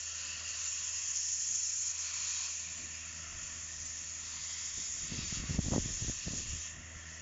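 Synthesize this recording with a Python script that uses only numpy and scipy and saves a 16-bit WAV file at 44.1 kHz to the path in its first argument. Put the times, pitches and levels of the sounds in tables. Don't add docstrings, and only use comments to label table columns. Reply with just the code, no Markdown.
import sys
import numpy as np
from scipy import signal
from scipy.fft import rfft, irfft
from scipy.io import wavfile
from scipy.ndimage import uniform_filter1d

SR = 44100
rng = np.random.default_rng(int(sys.argv[2]) if len(sys.argv) > 2 else 0)


def field_ratio(decibels):
    return 10 ** (np.asarray(decibels, dtype=float) / 20)


def transcribe(u):
    v = np.clip(np.atleast_2d(u).T, -1, 1)
    q = np.round(v * 32767).astype(np.int16)
    wavfile.write(sys.argv[1], SR, q)


N = 317961
HZ = np.arange(N // 2 + 1) * SR / N + 1e-3

# frequency in Hz, density in dB per Hz.
HISS_COLOUR = [(520, -41), (680, -23.5), (1000, -19.5), (1600, -19.5), (2200, -18.5), (2700, -14),
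               (3100, -18.5), (4100, -13), (4900, -13.5), (5400, -12), (6700, -2), (7350, -6.5),
               (7600, -22), (7800, -43), (7880, -73.5)]
# frequency in Hz, width in Hz, lift in dB.
PIPE_MODES = [(1350, 22, 5), (2600, 460, 2), (3253, 100, 5), (3770, 61, -0.2), (4440, 180, 3),
              (5430, 450, 3.5), (6955, 290, 3)]
STEAM_EDGES_HZ = [2150, 3050, 5050]
# time in seconds, level in dB.
JET_PRESSURE = [(0, -41), (.38, -44), (.65, -38.5), (1.08, -38), (1.2, -35.5), (1.88, -36), (1.97, -39.5),
                (2.45, -38), (2.8, -45.5), (3.25, -47), (4.05, -43), (4.25, -44.5), (4.85, -39), (5.3, -44),
                (5.95, -40.5), (6.64, -42.5), (6.77, -53.5), (7.21, -51.5)]
# time in seconds, change in dB, length in seconds.
SPUTTERS = [(0.397, 0, 0.036), (0.763, -1, 0.016), (.92, -4, 0.027), (1.125, -4.5, 0.015),
            (1.167, 3.5, 0.025), (1.372, -2, .05), (1.556, 3.5, 0.019), (1.93, -10, 0.015),
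            (1.968, -5, 0.0093), (2.128, -6, 0.013), (2.31, 3.5, 0.015), (3.4, -1, 0.014),
            (3.437, 3.5, .05), (4.08, 0.5, .03), (4.391, -3, 0.022), (4.72, -5, 0.026),
            (5.115, -3.5, 0.077), (5.36, 4.5, 0.099), (5.43, -4, 0.14), (6.243, -3, .08),
            (6.379, 2.5, 0.095), (6.459, -3.5, 0.036), (6.596, -2.5, 0.0076)]
# start in seconds, length in seconds, level in dB,
# brightness in dB, how far only the pipe sings in dB.
PISTON_BLOWS = [(0.21, 0.46, -53.5, -2, 0.5), (0.745, 0.39, -58, -4, 0), (2.053, .43, -51.5, -1, 0.5),
                (2.515, .58, -53.5, 6.5, 21.5), (3.18, 0.31, -60.5, -9, -1.5), (4.282, .42, -61.5, 1, -4.5),
                (4.799, 0.071, -59, 6.5, 1.5), (5.136, .1, -53.5, 4.5, 2), (5.302, .08, -54, 3.5, -0.5),
                (5.461, .11, -57.5, -3, -4.5), (5.637, .5, -62, 11, 3.5), (6.225, .47, -57.5, 5, 1.5),
                (7.028, .3, -67.5, -3.5, 3)]
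REST_DB = [-56.5, -59, -61]
REST_FOLLOWS = [0.36, .05, -.05]
# time in seconds, frequency in Hz, change in dB.
GROUND_HOLLOW = [(0, 4900, 1.5), (.25, 4900, 0), (.95, 4850, -2.5), (1.15, 3300, -2.5), (1.9, 3300, -4),
                 (2.3, 3900, 1), (2.8, 4300, -0.5), (3.3, 4200, -7), (3.6, 4000, -5.5), (4.15, 3950, -7),
                 (4.35, 4100, -2), (4.75, 4300, -8.5), (5.08, 4300, -7.5), (5.2, 4300, -3),
                 (5.85, 4400, -5.5), (6.4, 4500, 4.5), (6.75, 4400, -13.5), (7.21, 4300, -5)]
# time in seconds, frequency in Hz, change in dB.
WALL_HOLLOW = [(0, 4900, -2), (2.5, 4900, 1.5), (2.85, 5000, -4.5), (3.2, 5000, 3), (3.6, 5100, -1.5),
               (4.2, 4900, -4), (4.4, 4900, 2), (4.9, 4950, -2.5), (5.15, 4930, 1), (7.21, 4900, 0)]
# time in seconds, frequency in Hz, change in dB.
PIPE_NOTE = [(0, 2720, 3), (.7, 2700, 0.5), (1.3, 2700, 2.5), (2.0, 2720, 1), (2.3, 2270, 2.5),
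             (3.1, 2400, 3), (3.5, 1800, 4), (4.1, 1810, -4.5), (4.5, 2130, 4), (5.8, 2240, 5),
             (6.2, 2600, 0), (7.21, 2600, -2)]
# time in seconds, peak in dB, pitch in Hz, push 1 or suck -1.
SLAPS = [(5.122, -30, 188, 1), (5.182, -35, 169, 1), (5.19, -31, 258, 1), (5.326, -29, 230, 1),
         (5.372, -34.5, 241, 1), (5.401, -35, 217, 1), (5.439, -34, 300, 1), (5.496, -26.5, 188, 1),
         (5.509, -26.5, 177, 1), (5.547, -30, 280, 1), (5.59, -17.5, 247, -1), (5.663, -29.5, 162, 1),
         (5.684, -26, 265, -1), (5.721, -23, 230, -1), (5.728, -25, 400, 1), (5.736, -21.5, 420, -1),
         (5.746, -26, 445, 1), (5.762, -21.5, 420, -1), (5.781, -18, 294, 1), (5.86, -28, 199, -1),
         (5.904, -34, 210, 1), (6.023, -30.5, 152, -1), (6.047, -35, 247, 1), (6.082, -29, 318, 1),
         (6.097, -31.5, 358, 1), (6.272, -31, 225, 1), (6.281, -31, 352, -1), (6.308, -33.5, 218, -1),
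         (6.335, -36, 338, 1), (6.532, -36, 210, 1)]
# time in seconds, rumble in dB.
BREEZE = [(0, -74), (.4, -74.5), (.9, -76.5), (1.8, -84), (2.7, -81.5), (3.3, -67.5), (4.7, -69),
          (5.05, -57), (5.5, -47.5), (6.05, -50), (6.2, -59), (6.55, -58.5), (6.66, -73), (7.21, -74)]
# middle in seconds, length in seconds, rumble in dB, flutter over rumble in dB.
GUSTS = [(.33, 0.13, -68, 8), (.82, 0.063, -73.5, -2), (1.524, 0.11, -77, 17.5), (2.226, 0.092, -70, 0),
         (2.55, 0.063, -76, -12), (2.827, 0.14, -67.5, 15), (3.346, 0.079, -56, 0),
         (3.433, 0.045, -54, -12), (3.562, 0.07, -65, 6.5), (3.823, 0.086, -63, 7), (4.797, .05, -57, 9),
         (4.883, .04, -64, 7), (5.036, 0.045, -50.5, -0.5), (5.141, 0.069, -48.5, 9),
         (5.232, 0.055, -46.5, 2), (5.415, 0.085, -45, -1), (5.548, 0.08, -47.5, 9),
         (5.59, 0.032, -51, 14.5), (5.662, .04, -49, 11.5), (5.74, 0.056, -44.5, 16.5),
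         (5.803, 0.033, -39, -5), (5.883, 0.1, -54.5, 9), (6.035, 0.048, -48, 3), (6.09, 0.037, -37.5, -7),
         (6.273, 0.022, -48, 11), (6.342, 0.07, -52, 9.5), (6.394, .07, -50, 5), (6.526, 0.11, -44, -20.5),
         (6.788, 0.093, -55.5, 4), (6.964, 0.024, -48.5, -11)]
# time in seconds, change in dB, length in seconds.
DUCKS = [
    (5.592, -4.5, .03),
    (5.744, 1, 0.042),
]
# frequency in Hz, width in Hz, depth in dB.
BODY_DIPS = [(420, 110, -4.5), (834, 148, -13), (1220, 160, -2), (1630, 120, -4.5), (3635, 140, -6),
             (4060, 200, -8.5), (4760, 220, -2)]
# frequency in Hz, level in dB rms.
MOTOR_HUM = [(80.7, -56), (161.5, -69.5), (242.2, -71), (323.0, -77)]
# time in seconds, overtone change in dB.
MOTOR_LOAD = [
    (0, -10),
    (1.3, -1),
    (1.55, -5.5),
    (2.0, -3.5),
    (2.8, 2.5),
    (3.6, 2),
    (4.6, 0.5),
    (7.21, 0.5),
]
# frequency in Hz, density in dB per Hz.
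FLOOR_COLOUR = [(60, -22.5), (102, 0.5), (125, -22.5), (250, -19.5), (500, -13), (690, -9), (1000, -15.5),
                (1400, -38), (2500, -58)]
# middle in seconds, length in seconds, lift in dB.
FAR_SWELL = (0.48, .6, 4.4)
# time in seconds, low edge in Hz, high edge in Hz, level in dB.
CHANNEL_SPLITS = [(0.687, 5800, 6850, -45), (.923, 4260, 6280, -51), (.967, 4270, 5680, -49),
                  (2.777, 6280, 7620, -50), (2.957, 4700, 5700, -58), (3.865, 6280, 7500, -46),
                  (3.864, 4960, 5680, -58), (4.867, 4840, 6000, -52.5), (5.261, 5800, 6850, -48)]


def rms_one(x):
    return x / np.sqrt(np.mean(x ** 2) + 1e-20)


def in_time(rows):
    s, *columns = np.transpose(rows)
    return [np.interp(np.arange(N) / SR, s, c) for c in columns]


def at_hz(points):
    hz, db = np.transpose(points)
    return np.interp(np.log(HZ), np.log(hz), db)


def bumps(modes):
    return sum(db / (1 + (2 * (HZ - hz) / width) ** 2) for hz, width, db in modes)


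def bell(s, length):
    return 2 ** -(2 * (np.arange(N) / SR - s) / length) ** 2


def drift(rate):
    r = np.exp(-2 * np.pi * rate * 40 / SR)
    slow = signal.lfilter([1], [1, -2 * r, r * r], rng.standard_normal(N // 40 + 2002))[2000:]
    return np.interp(np.arange(N) / 40, np.arange(len(slow)), rms_one(slow))


def band(low_hz, high_hz, order):
    sos = signal.butter(order, [low_hz, high_hz], "band", fs=SR, output="sos")
    return rms_one(signal.sosfilt(sos, rng.standard_normal(N + SR))[SR:])


def evened(x, seconds):
    power = uniform_filter1d(x ** 2, size=int(seconds * SR))
    return rms_one(x / (power + .05) ** .4)


def power_db(parts):
    return 10 * np.log10(sum(part ** 2 for part in parts))


def steam_levels():
    attack_s, release_s, lower_under_db = 0.14, 0.023, -4.5
    pressure_db, = in_time(JET_PRESSURE)
    jet_db = pressure_db + sum(db * bell(s, length) for s, db, length in SPUTTERS)
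    jet_swing_db = jet_db - np.mean(jet_db)
    parts = [[field_ratio(db + share * jet_swing_db)] for db, share in zip(REST_DB, REST_FOLLOWS)]
    t = np.arange(N) / SR
    for s, length, db, bright_db, sings_db in PISTON_BLOWS:
        rise = np.minimum(t - s, 0) / attack_s
        fall = np.maximum(t - s - length, 0) / release_s
        shape = np.exp(rise - fall)
        upper_db = bright_db - sings_db
        lower_db = lower_under_db - 0.24 * bright_db - sings_db
        for part, colour_db in zip(parts, [upper_db, 0, lower_db]):
            part.append(field_ratio(db + colour_db) * shape)
    return [jet_db] + [power_db(part) for part in parts]


def steam(levels_db, surge_db, patchy_db, slow_db):
    noise = rfft(rng.standard_normal(N)) * field_ratio(at_hz(HISS_COLOUR) + bumps(PIPE_MODES))
    noise /= np.sqrt(np.mean(irfft(noise * (HZ > 5200), N) ** 2))
    surge, out = drift(35.0), np.zeros(N)
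    centres = np.log2(520) + np.arange(21) / 5
    jet_mean_db = np.mean(levels_db[0])
    swings_db = [level - np.mean(level) + jet_mean_db for level in levels_db[::-1]]
    upper_swing_db = levels_db[1] - np.mean(levels_db[1])
    moving = [in_time(rows) for rows in (GROUND_HOLLOW, WALL_HOLLOW, PIPE_NOTE)]
    moving = [(np.log2(hz), db) for hz, db in moving]
    for k, centre in enumerate(centres):
        part = np.searchsorted(STEAM_EDGES_HZ, 2 ** centre)
        level_db = swings_db[part] + patchy_db * drift(12.0)
        if part == 3:
            level_db = level_db + surge_db * surge
        else:
            level_db = level_db + slow_db * drift(0.45)
        level_db = level_db + 0.19 * upper_swing_db * np.exp(-((centre - np.log2(4100)) / 0.19) ** 2)
        if 7 < k < 18:
            for at, db in moving:
                level_db = level_db + db * np.exp(-((centre - at) / 0.15) ** 2)
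        window = np.interp(np.log2(HZ), centres, np.eye(21)[k])
        out += field_ratio(level_db) * irfft(noise * window, N)
    return out


def echoes(x):
    at = np.arange(N)
    lags = [(.0061 + .0004 * at / N, -14), (.0173 - .0008 * at / N, -19)]   # (s, dB)
    return x + sum(field_ratio(db) * np.interp(at - np.round(lag * SR), at, x) for lag, db in lags)


def leak():
    centre_hz, width_hz, level_db = 1838, 305, -57
    shape = 1 / (1 + (2 * (HZ - centre_hz) / width_hz) ** 2)
    whistle = rms_one(irfft(rfft(rng.standard_normal(N)) * shape, N))
    return field_ratio(level_db + 1.6 * drift(0.36)) * whistle


def slaps():
    out = np.zeros(N + SR)
    crackle, snap = band(270, 680, order=2), band(800, 1700, order=2)
    for k, (s, peak_db, hz, push) in enumerate(SLAPS):
        cycles = np.arange(-600, 600) / SR * hz
        own = slice(1200 * k, 1200 * k + 1200)
        spike = np.cos(2 * np.pi * 0.78 * cycles) * np.exp(-1.8 * np.abs(cycles) ** 0.8)
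        spike -= field_ratio(-6.5) * np.sin(2 * np.pi * 0.39 * cycles) * np.exp(-.6 * (cycles - .6) ** 2)
        crackle_gain = field_ratio(0.34 * peak_db - 4.5) * (hz / 340) ** 2.9
        spike += crackle_gain * crackle[own] * np.exp(-1.5 * cycles ** 2)
        snap_gain = field_ratio(1.9 * peak_db + 4.0) * (hz / 420) ** 5.1
        spike += snap_gain * snap[own] * np.exp(-.25 * cycles ** 2)
        middle = round(s * SR)
        out[middle - 600:middle + 600] += np.sign(push) * field_ratio(peak_db - 1.0) * spike
    return out[:N]


def wind_levels():
    breeze_db, = in_time(BREEZE)
    rumble = [field_ratio(breeze_db + 3 * drift(6.0))]
    flutter = [field_ratio(-66.5 + .55 * (breeze_db + 72.5) + 2.0 * drift(8.0))]
    for s, length, db, over_db in GUSTS:
        rumble.append(field_ratio(db) * bell(s, length))
        flutter.append(field_ratio(db + over_db) * bell(s, length))
    return power_db(rumble), power_db(flutter)


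def wind():
    rumble_db, flutter_db = wind_levels()
    lumps = rms_one(field_ratio(1.5 * drift(40)))
    rumble = field_ratio(rumble_db) * evened(band(25, 86, order=2), seconds=0.015)
    flutter = field_ratio(flutter_db - 6.5) * evened(band(84, 248, order=2), seconds=0.0076)
    edge = field_ratio(1.5 * flutter_db - 2.5) * band(350, 590, order=2)
    rattle = field_ratio(2.8 * (flutter_db + 29.5) - 50.0) * band(460, 1500, order=2)
    return (rumble + flutter + edge + rattle) * lumps


def motor():
    turns = np.cumsum(1 + 0.0019 * drift(2.3)) / SR
    load_db, = in_time(MOTOR_LOAD)
    base_hz = MOTOR_HUM[0][0]
    hum = np.zeros(N)
    for k, (hz, db) in enumerate(MOTOR_HUM):
        waver_db = .6 + 3 * (k == 1) + 1.5 * (k > 1)
        level_db = db + (k > 0) * load_db + waver_db * drift(9)
        hum += np.sqrt(2) * field_ratio(level_db) * np.sin(2 * np.pi * (k + 1) * base_hz * turns + k)
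    return hum


def outdoor_floor():
    floor = rms_one(irfft(rfft(rng.standard_normal(N)) * field_ratio(at_hz(FLOOR_COLOUR)), N))
    middle_s, length_s, lift_db = FAR_SWELL
    return field_ratio(-62.5 + lift_db * bell(middle_s, length_s) + 0.88 * drift(12.0)) * floor


def scene():
    levels_db = steam_levels()
    gain_db = -.55 * (uniform_filter1d(levels_db[0], size=SR // 3) + 48.5)
    hiss = steam(levels_db, surge_db=-0.5, patchy_db=1.0, slow_db=1.98)
    air = echoes(hiss) + field_ratio(gain_db) * (motor() + outdoor_floor() + leak())
    air = air * field_ratio(sum(db * bell(s, length) for s, db, length in DUCKS))
    through_body = irfft(rfft(air) * field_ratio(bumps(BODY_DIPS)), N)
    port = signal.sosfilt(signal.butter(4, 1900, fs=SR, output="sos"), wind() + slaps())
    mono = through_body + .16 * np.tanh(port / .16)
    return np.array([mono, mono])


def low_pass(x):
    return signal.sosfilt(signal.butter(12, 8210, fs=SR, output="sos"), x)


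def record(dry):
    x = irfft(rfft(dry) * (HZ < 7890), N)
    grid = np.arange(1025) * SR / 2048
    fade = signal.windows.kaiser_bessel_derived(2048, 4 * np.pi)
    for s, low_hz, high_hz, db in CHANNEL_SPLITS:
        noise = rfft(rng.standard_normal(2048))
        patch = rms_one(irfft(noise * (grid > low_hz) * (grid < high_hz))) * fade
        middle = round(s * SR)
        x[:, middle - 1024:middle + 1024] += field_ratio(db) * patch * [[1], [-1]]
    x = x + field_ratio(-88.5) * band(11000, 15600, order=4)
    return low_pass(x)


dry = scene()
out = record(dry)
transcribe(out)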